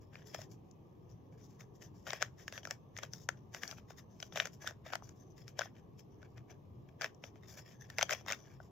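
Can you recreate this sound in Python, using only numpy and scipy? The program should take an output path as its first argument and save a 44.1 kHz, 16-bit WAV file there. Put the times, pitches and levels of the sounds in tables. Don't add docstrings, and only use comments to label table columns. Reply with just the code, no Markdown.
import sys
import numpy as np
from scipy import signal
from scipy.io import wavfile
from scipy.ndimage import uniform_filter1d

SR = 44100
rng = np.random.default_rng(int(sys.argv[2]) if len(sys.argv) > 2 else 0)


def transcribe(u):
    v = np.clip(np.atleast_2d(u).T, -1, 1)
    q = np.round(v * 32767).astype(np.int16)
    wavfile.write(sys.argv[1], SR, q)


N = 384096

# (low edge f/Hz, high edge f/Hz)
KNOCK_HZ, CLACK_HZ, SNAP_HZ = (460, 1100), (1100, 4300), (4300, 16000)


def amp(db):
    return 10 ** (np.asarray(db) / 20)


def unit(x):
    return x / np.sqrt(np.mean(x ** 2) + 1e-20)


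def read(points, hz):
    f, value = np.transpose(points)
    return np.interp(np.log(hz + 1), np.log(f), value)


def add(mix, start_s, sound):
    part = mix[:, round(start_s * SR):][:, :sound.shape[1]]
    part += sound[:, :part.shape[1]]


def band(x, edges_hz, order=3):
    sos = signal.butter(order, edges_hz, "bandpass", fs=SR, output="sos")
    return signal.sosfilt(sos, x)


def clicks(gain_db=-2.0):
    # (t/s, clack level before gain_db/dB, knock re clack/dB, snap re clack/dB,
    # looseness [0-1], main resonance of the struck piece f/Hz)
    strikes = [(0.1554, -47.5, -9.5, -27, 0.23, 2120), (0.3462, -41, 2.5, -4, 0.92, 1650),
               (0.3887, -62, 16.5, -6, 0.71, 1510), (0.417, -56, 4, 5.5, 0.75, 1500),
               (0.712, -76, 0, 14.5, 1, 6200), (1.6075, -53, -18, -15, 1, 2070),
               (1.8222, -55, -19, -4, 0.97, 2100), (2.0677, -44.5, -2, -18, 0.35, 1440),
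               (2.0733, -46.5, -1, -20, .6, 1490), (2.105, -37, -7.5, -6, 0.91, 2100),
               (2.1323, -35.5, 0.5, -7, 0.92, 1920), (2.2102, -49, -1, -10, 0.63, 1800),
               (2.2199, -36, -2, -3.5, .4, 1660), (2.2252, -27, -8, -4, 0.14, 1500),
               (2.48, -38, -14, -9, 0.39, 1600), (2.5248, -46.5, -2.5, -5, 0.86, 2000),
               (2.578, -41, -6, -13, .2, 2140), (2.632, -54, -5, -9, .8, 3100),
               (2.6528, -40, -8, -7, .1, 1600), (2.6727, -51, 6.5, 2, .3, 1310),
               (2.7097, -37, -9.5, 1, 0.12, 1670), (2.9665, -45, -17, -12, .3, 1980),
               (2.976, -57.5, -15, 12.5, .1, 6100), (2.9873, -43, -5, -6, 0.86, 1820),
               (3.0332, -40, -2.5, -6, 1, 1630), (3.1352, -50.5, -10, 9.5, 0.12, 5200),
               (3.2893, -28.5, -6.5, -8, 0.62, 1390), (3.547, -40.5, -5.5, -7.5, 0.41, 1930),
               (3.634, -35, -10.5, -8.5, 0.78, 1580), (3.678, -62, -23, 20, .5, 4760),
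               (3.7123, -46, -12, 0.5, 0.57, 1990), (3.7262, -53, 3, -15, 0.88, 1410),
               (3.7835, -60, 5, -18, 1, 1430), (3.9048, -57, 8, -4, 0.78, 1580),
               (4.202, -49.5, -10, 0, .7, 5450), (4.227, -39.5, -7.5, -4.5, 0.8, 2900),
               (4.3238, -51, -2, -11, 0.86, 3200), (4.3583, -39.5, 0.5, -7, 0.86, 1550),
               (4.3741, -35, -1, -9, .3, 1560), (4.4004, -24, -23, -20, 0.76, 1690),
               (4.4555, -41, -16, -0.5, 0.23, 6500), (4.472, -49, -18, -2, 0.8, 1900),
               (4.6438, -60.5, 14, -12, 1, 1500), (4.674, -33.5, -19, -6, 0.92, 1470),
               (4.709, -53.5, 5, -3, 0.53, 1250), (4.863, -57, 11, -11, 0.25, 1550),
               (4.9346, -35.5, 0, -32, 0.71, 1950), (4.9541, -37, 0.5, -5.5, 1, 1910),
               (5.0232, -70, 20, -3.5, 0.44, 1130), (5.0919, -60.5, -12, 6.5, .8, 6670),
               (5.48, -52.5, -22, 1.5, 0.55, 5100), (5.5913, -33.5, 0.5, -1, 1, 1800),
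               (5.6098, -41.5, 3.5, -12, 0.55, 1650), (5.617, -33, -10, -25, .3, 1610),
               (5.657, -56.5, 7.5, -28, 0.91, 1730), (6.229, -57, 1.5, -18, 0.87, 1600),
               (6.38, -57, -9, -16.5, 0.57, 2000), (7.0116, -37.5, -4.5, -8, 0.32, 1680),
               (7.0184, -36.5, -7.5, -4, 1, 3100), (7.044, -31.5, -7, -10, 0.44, 1570),
               (7.147, -76, -5, 12, .6, 7240), (7.2387, -44, -4, -26, 1, 1790),
               (7.3575, -64, 4, -13, 0.8, 1620), (7.5915, -53.5, -17, -9, 0.68, 2940),
               (7.901, -46.5, -12, -6, 0.84, 1740), (7.9846, -29.5, -9.5, -5.5, 0.57, 2360),
               (7.991, -35, 0, -17, 0.65, 2050), (8.0114, -30.5, -14, -8, .25, 1500),
               (8.015, -41, 1, -13, 0.56, 1400), (8.0212, -32, -16, -23, 1, 2350),
               (8.0282, -26.5, -2, 0, 0.42, 3280), (8.0942, -33.5, -17, -14, 0.092, 1600),
               (8.1083, -31.5, -17, -4, 1, 2060), (8.125, -35.5, -19, -6, 1, 2150),
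               (8.127, -32, -10, -16, 1, 2340), (8.1316, -35, -15, -1, 0.9, 2550),
               (8.2623, -52.5, 4, -1, 1, 1950), (8.3023, -36.5, -5, -11, 1, 1650),
               (8.3115, -37, -5, -8, 0.62, 1480), (8.3227, -33, -18, -2, .2, 2260),
               (8.331, -36.5, -13, -15, 0.52, 1520), (8.6019, -66, 18, -15, 0.53, 1440)]
    lead_s = .004
    out = np.zeros((2, N))
    for hit_s, *strike in strikes:
        add(out, hit_s - lead_s, click(*strike))
    return amp(gain_db) * out


def click(level_db, knock_db, snap_db, loose, piece_hz, piece_db=7, apart=1.83, size=900):
    # (f/Hz, relative level/dB)
    struck_spectrum = [(250, -23), (440, -9.5), (640, 0), (1000, -13), (1500, -0.5), (2400, -3.5),
                       (3300, -5.5), (4300, -14), (5400, -3.5), (7000, -8.5), (8900, -31), (10800, -29.5),
                       (13300, -27), (16000, -30.5)]
    blow_s, scrape_gain, scrape_s, chatter_s = .004, .6, .0008, .0017
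    level_window_s = .006
    t = np.arange(size) / SR - blow_s

    bounces = rng.standard_normal((3, size)) * (rng.random(size) < .2)
    bounces = bounces[0] + apart * np.gradient(bounces[1:], axis=1)
    scrape_env = scrape_gain * np.exp(-abs(t) / scrape_s)
    chatter_env = np.exp(-abs(t) / chatter_s)
    chatter = bounces * np.where(t < 0, scrape_env, chatter_env)

    blow = np.arange(size) == np.argmin(abs(t)) + rng.integers(-2, 3, (2, 1))
    loose = np.clip(loose, 0, 1)
    force = np.sqrt(1 - loose) * unit(blow) + np.sqrt(loose) * unit(chatter)
    body = ring(force, struck_spectrum, ripple_db=3.2, spacing_hz=300, piece_hz=piece_hz, piece_db=piece_db)

    levels = [(KNOCK_HZ, knock_db), (CLACK_HZ, 0), (SNAP_HZ, snap_db)]
    sound = sum(amp(db) * unit(band(body, edges_hz)) for edges_hz, db in levels)
    return amp(level_db) * sound * np.sqrt(level_window_s * SR / size)


def sliding(knock_db=-1.5, rasp_db=2.0, hiss_db=-0.7, count=7):
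    rasp, hiss = friction()
    wander = unit(uniform_filter1d(rng.standard_normal((count, N)), size=4400))
    contact = amp(14 * wander)
    contact /= np.linalg.norm(contact, axis=0)
    pieces_hz = np.geomspace(1400, 3400, count)
    body = sum(share * rubbed_piece(hz) for share, hz in zip(contact, pieces_hz))
    levels = [(KNOCK_HZ, rasp * amp(knock_db)), (CLACK_HZ, rasp * amp(rasp_db)), (SNAP_HZ, hiss * amp(hiss_db))]
    return sum(gain * unit(band(body, edges_hz)) for edges_hz, gain in levels)


def friction():
    # (start t/s, length t/s, rasp of the pieces level/dB, hiss of their surfaces level/dB)
    pushes = [(0.016, 0.025, -80, -73), (0.135, 0.095, -66.5, -70.5), (0.268, 0.054, -68.5, -59),
              (0.345, 0.014, -54, -50.5), (0.385, 0.054, -61, -58), (0.516, 0.021, -77, -61.5),
              (0.65, 0.064, -92, -84), (1.099, 0.032, -78.5, -71.5), (1.331, 0.02, -77.5, -74),
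              (1.384, 0.066, -77, -71.5), (1.443, 0.015, -80, -63), (1.499, 0.059, -81, -71),
              (1.607, 0.0076, -61.5, -56.5), (1.756, 0.008, -82, -67.5), (1.819, 0.047, -66.5, -60.5),
              (1.952, 0.13, -84, -72.5), (2.073, 0.098, -53, -53), (2.212, 0.03, -50.5, -54.5),
              (2.389, 0.047, -63, -61), (2.482, 0.008, -66, -57), (2.537, 0.044, -54, -52),
              (2.642, 0.077, -65, -61), (2.71, 0.0079, -50.5, -51), (2.967, 0.029, -59, -60),
              (3.033, 0.011, -52.5, -54.5), (3.133, 0.021, -64.5, -55), (3.163, 0.076, -75, -62),
              (3.374, 0.012, -73, -76), (3.542, 0.045, -58.5, -54.5), (3.623, 0.11, -57, -53.5),
              (3.778, 0.0077, -61.5, -60.5), (3.903, 0.0077, -60.5, -58.5), (3.981, 0.014, -62, -57),
              (4.106, 0.14, -84, -74), (4.204, 0.067, -70.5, -63.5), (4.335, 0.0065, -58.5, -59),
              (4.365, 0.059, -45, -49), (4.457, 0.008, -49, -54), (4.534, 0.0059, -68.5, -60),
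              (4.621, 0.029, -59, -55.5), (4.666, 0.024, -47.5, -50), (4.862, 0.076, -57.5, -61),
              (4.931, 0.0096, -47, -49.5), (5.035, 0.074, -73, -65), (5.162, 0.12, -87, -74.5),
              (5.204, 0.023, -78, -67.5), (5.304, 0.02, -89.5, -72), (5.38, 0.043, -69, -61.5),
              (5.487, 0.008, -63, -57.5), (5.588, 0.066, -51.5, -54.5), (5.76, 0.035, -72.5, -74.5),
              (5.997, 0.0056, -67, -58), (6.115, 0.11, -86, -85), (6.219, 0.042, -71, -74),
              (6.31, 0.03, -93, -78), (6.376, 0.0073, -63.5, -68), (6.507, 0.0076, -59, -63),
              (6.89, 0.0056, -74, -76.5), (7.025, 0.029, -46, -49.5), (7.242, 0.032, -61.5, -61),
              (7.365, 0.0091, -70.5, -74), (7.435, 0.014, -65, -66.5), (7.485, 0.061, -66, -55.5),
              (7.577, 0.03, -60.5, -53.5), (7.661, 0.091, -66.5, -64), (7.813, 0.04, -63.5, -60.5),
              (7.898, 0.077, -69.5, -68), (7.984, 0.03, -50.5, -50), (8.109, 0.028, -40.5, -42),
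              (8.13, 0.082, -59.5, -61.5), (8.285, 0.054, -46.5, -47.5), (8.349, 0.21, -69.5, -69),
              (8.614, 0.054, -80.5, -73.5)]
    rise_db_per_s, ease_db, stop_db_per_s = 999.5, 4.5, 536
    catch_db = np.array((2.5, -0.3))
    grip_db = (-95, -88)

    t = np.arange(0, N / SR, .001)
    power = amp(grip_db)[:, None] ** 2
    for start_s, length_s, *levels_db in pushes:
        rise = -rise_db_per_s * np.maximum(start_s - t, 0)
        ease = -ease_db * np.clip((t - start_s) / length_s, 0, 1)
        stop = -stop_db_per_s * np.maximum(t - start_s - length_s, 0)
        power = power + amp(np.array(levels_db)[:, None] + rise + ease + stop) ** 2

    uneven = unit(uniform_filter1d(rng.standard_normal(len(t)), size=4))
    catch = amp(catch_db[:, None] * uneven)
    sample_s = np.arange(N) / SR
    return [np.interp(sample_s, t, np.sqrt(p) * unit(c)) for p, c in zip(power, catch)]


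def rubbed_piece(piece_hz):
    # (f/Hz, relative level/dB)
    rubbed_spectrum = [(250, -35.5), (450, -4.5), (630, 0.5), (1000, -11.5), (1700, 9), (2500, 1),
                       (3300, 1.5), (4300, -10), (5300, 2.5), (7200, -3), (8700, -34), (11000, -17),
                       (12500, -12), (16000, -21.5)]
    slips_per_s, spread_db, smooth_gain = 620, 3.4, .55
    slips = (rng.random(N) < slips_per_s / SR) * rng.choice([-1, 1], N)
    slips = slips * amp(spread_db * np.minimum(rng.exponential(1, N), 3))
    force = unit(slips) + smooth_gain * rng.standard_normal((2, N))
    return unit(ring(force, rubbed_spectrum, ripple_db=5.2, spacing_hz=210, piece_hz=piece_hz, piece_db=5))


def ring(x, spectrum, ripple_db, spacing_hz, piece_hz=1600, piece_db=0, octaves=0.18, size=1024):
    # (f/Hz, left minus right level/dB)
    left_right = [(500, 4), (1300, 6), (2800, 2.5), (6000, 10), (9500, -6), (13000, 15)]
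    hz = abs(np.fft.fftfreq(size, 1 / SR))
    mode = np.arange(size // 4)
    modes = np.clip(rng.standard_normal((3, size // 4)), -2, 2)
    ripple = np.array([np.interp(hz / spacing_hz, mode, modes[0] + .7 * side) for side in modes[1:]])
    peak = 1 / (1 + (np.log2((hz + 1) / piece_hz) / octaves) ** 2)
    balance_db = np.array([[.5], [-.5]]) * read(left_right, hz)
    db = read(spectrum, hz) + ripple_db * ripple + piece_db * peak + balance_db
    log_response = np.conj(signal.hilbert(np.log(amp(db))))
    response = np.fft.ifft(np.exp(log_response)).real
    return signal.oaconvolve(x, response[:, :size // 2], axes=1)[:, :x.shape[1]]


def room(x, wet_db=-17, build_s=0.0011, size=16000):
    # (f/Hz, t60/s)
    decay_t60 = [(400, 0.18), (1500, 0.17), (5000, 0.16), (14000, 0.17)]
    taps = rng.standard_normal((2, size)) * (rng.random((2, size)) < .15)
    hz, t, z = signal.stft(taps, SR, nperseg=256)
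    decay = amp(-60 * t / read(decay_t60, hz)[:, None])
    z = z * decay * (1 - np.exp(-t / build_s))
    tail = signal.istft(z, SR, nperseg=256)[1]
    tail /= np.linalg.norm(tail, axis=1, keepdims=True)
    return amp(wet_db) * signal.fftconvolve(x, tail, axes=1)[:, :N]


def rumble(level_db=-56.5, left_db=0.5, size=2048):
    # (f/Hz, relative level per Hz/dB)
    rumble_spectrum = [(20, -35), (75, -6.5), (120, 4), (150, -2), (250, -10), (400, -9.5), (560, -18),
                       (1150, -22), (1400, -40.5), (3000, -39), (7000, -57), (9000, -68), (13000, -46),
                       (16000, -56)]
    # (f/Hz, correlation [0-1])
    likeness = [(30, 0.4), (60, 0.7), (130, 0.91), (290, 0.57), (640, 0.1), (1400, 0)]
    hz, _, (a, b) = signal.stft(rng.standard_normal((2, N)), SR, nperseg=size)
    same = np.clip(read(likeness, hz), 0, 1)[:, None]
    patches = uniform_filter1d(rng.standard_normal(a.shape), size=6, axis=1)
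    patches = uniform_filter1d(patches, size=4, axis=0)
    waver_db = 1.7 * unit(patches)
    pair = np.array([a, same * a + np.sqrt(1 - same ** 2) * b])
    z = pair * amp(read(rumble_spectrum, hz)[:, None] + waver_db)
    noise = signal.istft(z, SR, nperseg=size)[1][:, :N]
    return amp(level_db + np.array([[left_db], [-left_db]])) * unit(noise)


def scene():
    cube = clicks() + sliding()
    return cube + room(cube) + rumble()


def record(dry):
    edge = signal.firwin(301, 15900, window=("kaiser", 8), fs=SR)
    return signal.oaconvolve(dry, edge[None], "same", axes=1)


dry = scene()
out = record(dry)
transcribe(out)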